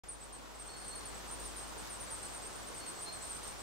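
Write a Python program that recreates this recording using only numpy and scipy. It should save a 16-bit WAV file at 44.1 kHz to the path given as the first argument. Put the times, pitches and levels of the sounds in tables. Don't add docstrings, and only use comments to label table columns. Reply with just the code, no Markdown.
import sys
import numpy as np
from scipy import signal
from scipy.fft import rfft, irfft
from scipy.io import wavfile
from scipy.ndimage import uniform_filter1d

SR = 44100
rng = np.random.default_rng(int(sys.argv[2]) if len(sys.argv) > 2 else 0)


def to_wav(sig):
    pcm = np.clip(np.atleast_2d(sig), -1, 1) * 32767
    pcm = np.round(pcm).astype(np.int16)
    wavfile.write(sys.argv[1], SR, pcm.T)


N = 159642

# (crest time [s], fall time [s], crest [Hz], dip [Hz], end [Hz], crest level [dB], level from dip on [dB])
CHIRPS = [(0.093, 0.025, 9150, 8070, 9180, -44, -51), (0.212, 0.02, 8270, 7970, 9230, -56, -54.5),
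          (0.333, 0.021, 8860, 7970, 8590, -49.5, -55), (0.663, 0.012, 8820, 8220, 8560, -56, -50),
          (0.77, 0.021, 8880, 8260, 9180, -55, -51.5), (0.852, 0.023, 8930, 7980, 8870, -51.5, -54.5),
          (0.885, 0.02, 8820, 8140, 8590, -45, -54), (0.962, 0.022, 9030, 8100, 9050, -45, -52.5),
          (1.061, 0.023, 9040, 7960, 8960, -47, -54.5), (1.151, 0.012, 8020, 7920, 8560, -54, -56),
          (1.317, 0.014, 9080, 8460, 8940, -47.5, -45.5), (1.405, 0.024, 8950, 8520, 9140, -52, -52),
          (1.459, 0.024, 9010, 7870, 8600, -45, -54), (1.57, 0.022, 9160, 8270, 8900, -47.5, -50.5),
          (1.617, 0.016, 8900, 8280, 8380, -52, -54), (1.679, 0.018, 8910, 8270, 8980, -55, -57.5),
          (1.784, 0.017, 8930, 7990, 9120, -51.5, -52.5), (1.905, 0.019, 9140, 8400, 9040, -48.5, -52),
          (1.926, 0.021, 8670, 7960, 8720, -52, -52), (2.009, 0.019, 9130, 8350, 9060, -47.5, -49),
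          (2.112, 0.024, 9100, 8100, 8910, -48, -46.5), (2.225, 0.021, 8650, 8520, 9000, -54, -49),
          (2.343, 0.024, 9050, 8250, 9060, -49, -50.5), (2.443, 0.02, 8570, 8450, 9040, -55, -48.5),
          (2.56, 0.018, 9000, 8200, 8760, -52, -57), (2.669, 0.013, 8660, 8550, 9020, -54.5, -49.5),
          (2.749, 0.021, 8830, 7940, 8710, -51, -53), (2.781, 0.014, 8620, 8520, 8920, -52, -50.5),
          (2.868, 0.021, 8800, 8040, 8990, -47.5, -44.5), (2.998, 0.013, 8530, 8290, 9130, -52, -48),
          (3.023, 0.016, 9160, 8300, 9090, -44, -45.5), (3.132, 0.023, 8770, 8030, 8400, -46.5, -50),
          (3.217, 0.016, 7900, 7780, 8460, -55, -48), (3.228, 0.016, 8910, 8240, 9010, -48.5, -56),
          (3.255, 0.0167, 8980, 8360, 8580, -50, -53), (3.32, 0.016, 8820, 8080, 8990, -49, -58),
          (3.356, 0.016, 9110, 8280, 8680, -49.5, -56), (3.437, 0.018, 8750, 8120, 8900, -48.5, -56),
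          (3.48, 0.021, 9070, 8270, 8990, -50, -53), (3.585, 0.013, 8920, 8030, 8400, -58, -57)]
# (crest time [s], fall time [s], crest [Hz], level [dB])
SLURS = [(0.606, 0.027, 8710, -50), (0.712, 0.036, 8570, -54.5), (1.283, 0.024, 8630, -51.5),
         (2.118, 0.042, 9100, -49.5), (2.187, 0.026, 8520, -52.5), (2.237, 0.035, 8590, -46.5),
         (2.307, 0.026, 8600, -52.5), (2.602, 0.023, 8920, -57.5), (3.301, 0.03, 8730, -46.5),
         (3.318, 0.022, 8540, -49)]
# (delay [s], level relative to the call [dB])
BOUGHS = [(.0045, -14), (.009, -11.5), (0.0144, -9.5), (.021, -11.5)]
# (start time [s], length [s], middle pitch [Hz], level [dB])
PEEPS = [(0.543, 0.025, 8130, -61), (.586, 0.018, 8520, -55), (0.809, .025, 8550, -53.5),
         (.902, 0.022, 8220, -57), (1.17, .025, 8500, -59), (1.392, 0.028, 8170, -56),
         (1.579, 0.036, 8350, -52), (2.068, 0.036, 7980, -58), (2.416, .025, 8450, -54),
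         (2.5, 0.049, 8120, -60), (2.62, 0.018, 7880, -56), (2.95, .055, 8030, -58),
         (3.181, .03, 8200, -58), (3.33, 0.034, 8250, -52), (3.463, 0.031, 8180, -52),
         (3.589, 0.022, 8150, -56)]
# (start time [s], length [s], pitch [Hz], depth of the opening scoop [Hz], level [dB])
WHISTLES = [(0.679, 0.12, 4375, 136, -59.5), (0.897, 0.098, 4340, 300, -57), (2.797, 0.098, 4400, 37, -58),
            (3.052, 0.088, 4230, 15, -52.5)]
# (time [s], level [dB])
TICKS = [(.291, -61), (1.223, -57), (1.401, -50), (1.757, -51), (1.94, -53), (2.285, -53)]
# (middle time [s], half length [s], level [dB])
RUSTLES = [(1.16, 0.036, -64), (1.31, 0.035, -73), (1.457, .06, -58), (1.71, .04, -63), (1.87, .03, -53),
           (2.268, .04, -56), (3.244, .05, -57), (3.36, .05, -57), (3.476, 0.053, -54.5)]
# (frequency [Hz], relative density [dB per Hz])
HISS = [(20, -17), (35, -4), (80, 2), (160, 0.5), (300, 2), (550, 1), (1000, 1.05), (1500, -3.5),
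        (2300, -8.5), (4000, -9.5), (6000, -10.5), (8000, -11.5), (10000, -16.5), (13000, -19.5),
        (15800, -24)]
# (time [s], level [dB])
SWELL = [(0, -5), (.3, -3.5), (.55, -2.5), (.9, -0.84), (1.2, 0), (1.5, 0.5), (2.3, 0.5), (3.0, 0.53),
         (3.6, 0)]
# (frequency [Hz], correlation before the lag [0 to 1])
LIKENESS = [(50, .15), (130, 0.55), (290, 0.39), (640, 0.14), (1400, 0.12), (3100, 0.13), (6800, 0.43),
            (10500, 0.36), (15000, .15)]
# (frequency [Hz], lag [radians])
LAG = [(50, 1), (130, 2.96), (290, 2.94), (640, 1.75), (1000, 1.12), (3800, 0.53), (7500, 1.15),
       (9600, 2.1), (15000, 2.7)]
# (time [s], pitch [Hz], level [dB])
HUM = [(0, 50.5, -57.5), (.8, 51.63, -57.5), (1.5, 52.64, -53.5), (2.1, 53.7, -58), (2.65, 52.4, -57),
       (2.9, 53.3, -66), (3.6, 52.1, -55.5)]

CHIRP_DB, SLUR_DB = -0.5, -1
ONSET_S, ONSET_HZ, ATTACK_S = 0.009, 484, 0.0034
REBOUND, RELEASE_S = 0.622, 0.0041
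SLUR_LEAD_S, SLUR_END_HZ, SLUR_FADE_DB = 0.011, 7300, -8
JITTER_HZ, FLUTTER_DB, TREMBLE_S = 55, 1.8, 0.0018
BRANCH_DB, BRANCH_T60, BRANCH_GAP_S = -4, 0.22, 0.003
WOOD_DB, WOOD_T60 = -11.5, 0.7
LEFT_LAG_S = 0.000009
PEEP_SAG_HZ, PEEP_JITTER_HZ, PEEP_DIRECT_DB, PEEP_ECHO_DB = 160, 70, -0.5, 0
WHISTLE_SCOOP_S, WHISTLE_WAVER_HZ, WHISTLE_EDGE_S, WHISTLE_FLUTTER_DB = 0.0112, 30.6, 0.01, 2.5
FAR_DIRECT_DB, FAR_ECHO_DB, FAR_T60 = 1, -1.5, 0.86
FAR_SLAP_S, FAR_SLAP_DB = 0.125, -10.5
TICK_S = 0.0024
RUSTLE_LOW_HZ, RUSTLE_HIGH_HZ, RUSTLE_GRAIN_DB = 3200, 8000, 4.5
HISS_DB, PATCH_DB, FLICKER_DB = -47.5, 0.5, 0.6
TREBLE_SWELL, TREBLE_FROM_HZ = 0.72, 3100
HUM_WAVER_DB, HUM_LEFT_DB, HUM_RIGHT_DB, HUM_OCTAVE_DB = 1, 2, -5, -19
EDGE_HZ = 15780


def amp(db):
    return 10 ** (np.asarray(db) / 20)


def unit(x):
    return x / np.sqrt(np.mean(x ** 2) + 1e-20)


def read(points, hz):
    f, value = np.transpose(points)
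    return np.interp(np.log(hz + 1), np.log(f + 1), value)


def add(mix, s, sound):
    part = mix[max(round(s * SR), 0):][:len(sound)]
    part += sound[:len(part)]


def wander(t, step_s):
    return np.interp((t - t[0]) / step_s, np.arange(256), rng.standard_normal(size=256))


def whistle(t, hz, db, attack_s, release_s):
    fade_in = np.clip((t - t[0]) / attack_s, 0, 1)
    fade_out = np.clip((t[-1] - t) / release_s, 0, 1)
    phase = 2 * np.pi * np.cumsum(hz) / SR
    return np.sqrt(2) * fade_in * fade_out * amp(db) * np.sin(phase)


def scatter(x, t60, gap_s):
    t = np.arange(SR) / SR
    taps = rng.standard_normal((2, SR)) * (rng.random((2, SR)) < 0.1)
    taps = taps * (t > gap_s) * np.exp(-np.log(1000) * t / t60)
    taps = taps / np.linalg.norm(taps, axis=1, keepdims=True)
    return signal.fftconvolve(x[None], taps, axes=1)[:, :N]


def chirp(crest_s, fall_s, crest_hz, dip_hz, end_hz, crest_db, late_db):
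    top_s = fall_s * (1 + REBOUND)
    t = np.arange(-ONSET_S, top_s + RELEASE_S, 1 / SR)
    leg = np.interp(t, [0, fall_s, top_s], [0, 1, 2])
    eased = np.floor(leg) + np.sin(np.pi / 2 * (leg % 1)) ** 2
    upsweep = ONSET_HZ * (np.minimum(t, 0) / ONSET_S) ** 2
    hz = np.interp(eased, [0, 1, 2], [crest_hz, dip_hz, end_hz]) - upsweep
    db = CHIRP_DB + np.interp(t, [0, fall_s], [crest_db, late_db])
    db = db + FLUTTER_DB * wander(t, TREMBLE_S)
    hz = hz + JITTER_HZ * wander(t, TREMBLE_S)
    return crest_s - ONSET_S, whistle(t, hz, db, ATTACK_S, RELEASE_S)


def slur(crest_s, fall_s, crest_hz, level_db):
    t = np.arange(-SLUR_LEAD_S, fall_s + RELEASE_S / 2, 1 / SR)
    drop = (t / fall_s) ** 2
    hz = crest_hz + (SLUR_END_HZ - crest_hz) * drop + JITTER_HZ * wander(t, TREMBLE_S)
    db = SLUR_DB + level_db + SLUR_FADE_DB * drop + FLUTTER_DB * wander(t, TREMBLE_S)
    return crest_s - SLUR_LEAD_S, whistle(t, hz, db, ATTACK_S, RELEASE_S)


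def nestlings():
    voices = np.zeros(N)
    for row in CHIRPS:
        add(voices, *chirp(*row))
    for row in SLURS:
        add(voices, *slur(*row))
    right = voices.copy()
    for delay_s, db in BOUGHS:
        add(right, delay_s, amp(db) * voices)
    delay = np.exp(-2j * np.pi * np.fft.rfftfreq(N, 1 / SR) * LEFT_LAG_S)
    left = irfft(rfft(right) * delay, N)
    branches = amp(BRANCH_DB) * scatter(voices, BRANCH_T60, BRANCH_GAP_S)
    wood = amp(WOOD_DB) * scatter(voices, WOOD_T60, gap_s=0.013)
    return np.array([left, right]) + branches + wood


def peeps():
    voices = np.zeros(N)
    for start, length, pitch_hz, db in PEEPS:
        t = np.arange(0, length, 1 / SR)
        sag = PEEP_SAG_HZ * (0.5 - t / length)
        hz = pitch_hz + sag + PEEP_JITTER_HZ * wander(t, TREMBLE_S)
        add(voices, start, whistle(t, hz, db, ATTACK_S, RELEASE_S))
    echoes = amp(PEEP_ECHO_DB) * scatter(voices, BRANCH_T60, BRANCH_GAP_S)
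    return amp(PEEP_DIRECT_DB) * voices + echoes


def far_bird():
    voice, slap = np.zeros(N), np.zeros(N)
    for start, length, pitch_hz, scoop_hz, level_db in WHISTLES:
        t = np.arange(0, length, 1 / SR)
        scoop = scoop_hz * np.exp(-t / WHISTLE_SCOOP_S)
        hz = pitch_hz - scoop + WHISTLE_WAVER_HZ * wander(t, step_s=0.0052)
        db = level_db + WHISTLE_FLUTTER_DB * wander(t, step_s=0.0122)
        add(voice, start, whistle(t, hz, db, WHISTLE_EDGE_S, WHISTLE_EDGE_S))
    add(slap, FAR_SLAP_S, voice)
    echoes = amp(FAR_ECHO_DB) * scatter(voice, FAR_T60, gap_s=0.005)
    return amp(FAR_DIRECT_DB) * voice + amp(FAR_SLAP_DB) * slap + echoes


def twigs():
    ticks, t = np.zeros(N), np.arange(0, 0.02, 1 / SR)
    for s, db in TICKS:
        add(ticks, s, amp(db) * np.exp(-t / TICK_S) * rng.standard_normal(len(t)))
    ticks = signal.sosfilt(signal.butter(2, 2500, "high", fs=SR, output="sos"), ticks)
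    return ticks + amp(BRANCH_DB) * scatter(ticks, BRANCH_T60, BRANCH_GAP_S)


def rustle():
    t = np.arange(N) / SR
    level = sum(amp(db) * np.exp(-((t - s) / half_s) ** 2) for s, half_s, db in RUSTLES)
    noise = rng.standard_normal((2, N))
    grain = unit(uniform_filter1d(rng.standard_normal(N), size=60))
    band = signal.butter(1, [RUSTLE_LOW_HZ, RUSTLE_HIGH_HZ], "band", fs=SR, output="sos")
    return level * unit(signal.sosfilt(band, noise * amp(RUSTLE_GRAIN_DB * grain)))


def hiss():
    frames, hz = N // 256 + 5, np.fft.rfftfreq(1024, 1 / SR)
    a, b, c, d, patches = rng.standard_normal((5, frames, len(hz)))
    patches = uniform_filter1d(patches, size=10, axis=0)
    patches = unit(uniform_filter1d(patches, size=16, axis=1))
    same = np.clip(read(LIKENESS, hz), -1, 1)
    shared, own = a + 1j * b, c + 1j * d
    left = shared * np.exp(-1j * read(LAG, hz))
    right = same * shared + np.sqrt(1 - same ** 2) * own
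    swell_db = np.interp(np.arange(N) / SR, *np.transpose(SWELL))
    frame_swell_db = swell_db[np.linspace(0, N - 1, frames).astype(int), None]
    treble = hz ** 2 / (hz ** 2 + TREBLE_FROM_HZ ** 2)
    bright_db = TREBLE_SWELL * frame_swell_db * treble
    flicker_db = FLICKER_DB * rng.standard_normal((frames, 1))
    spectrum = np.array([left, right])
    spectrum = spectrum * amp(read(HISS, hz) + bright_db + PATCH_DB * patches + flicker_db)
    noise = signal.istft(spectrum.swapaxes(1, 2), nperseg=1024, noverlap=768)[1][:, :N]
    return unit(noise) * amp(HISS_DB + swell_db)


def hum():
    t = np.arange(N) / SR
    s, hz, db = np.transpose(HUM)
    phase = 2 * np.pi * np.cumsum(np.interp(t, s, hz)) / SR
    phase = phase + np.array([[0], [np.pi / 2]])
    level = amp(np.interp(t, s, db) + HUM_WAVER_DB * wander(t, step_s=0.06))
    level = level * amp([[HUM_LEFT_DB], [HUM_RIGHT_DB]])
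    return np.sqrt(2) * level * (np.sin(phase) + amp(HUM_OCTAVE_DB) * np.sin(2 * phase))


def scene():
    return nestlings() + peeps() + far_bird() + twigs() + rustle() + hiss() + hum()


def record(dry):
    opened = np.clip((np.arange(N) / SR - 0.035) / 0.002, 0, 1)
    lowpass = signal.firwin(1023, EDGE_HZ, window=("kaiser", 9), fs=SR)
    return signal.oaconvolve(dry * opened, lowpass[None], "same")


dry = scene()
out = record(dry)
to_wav(out)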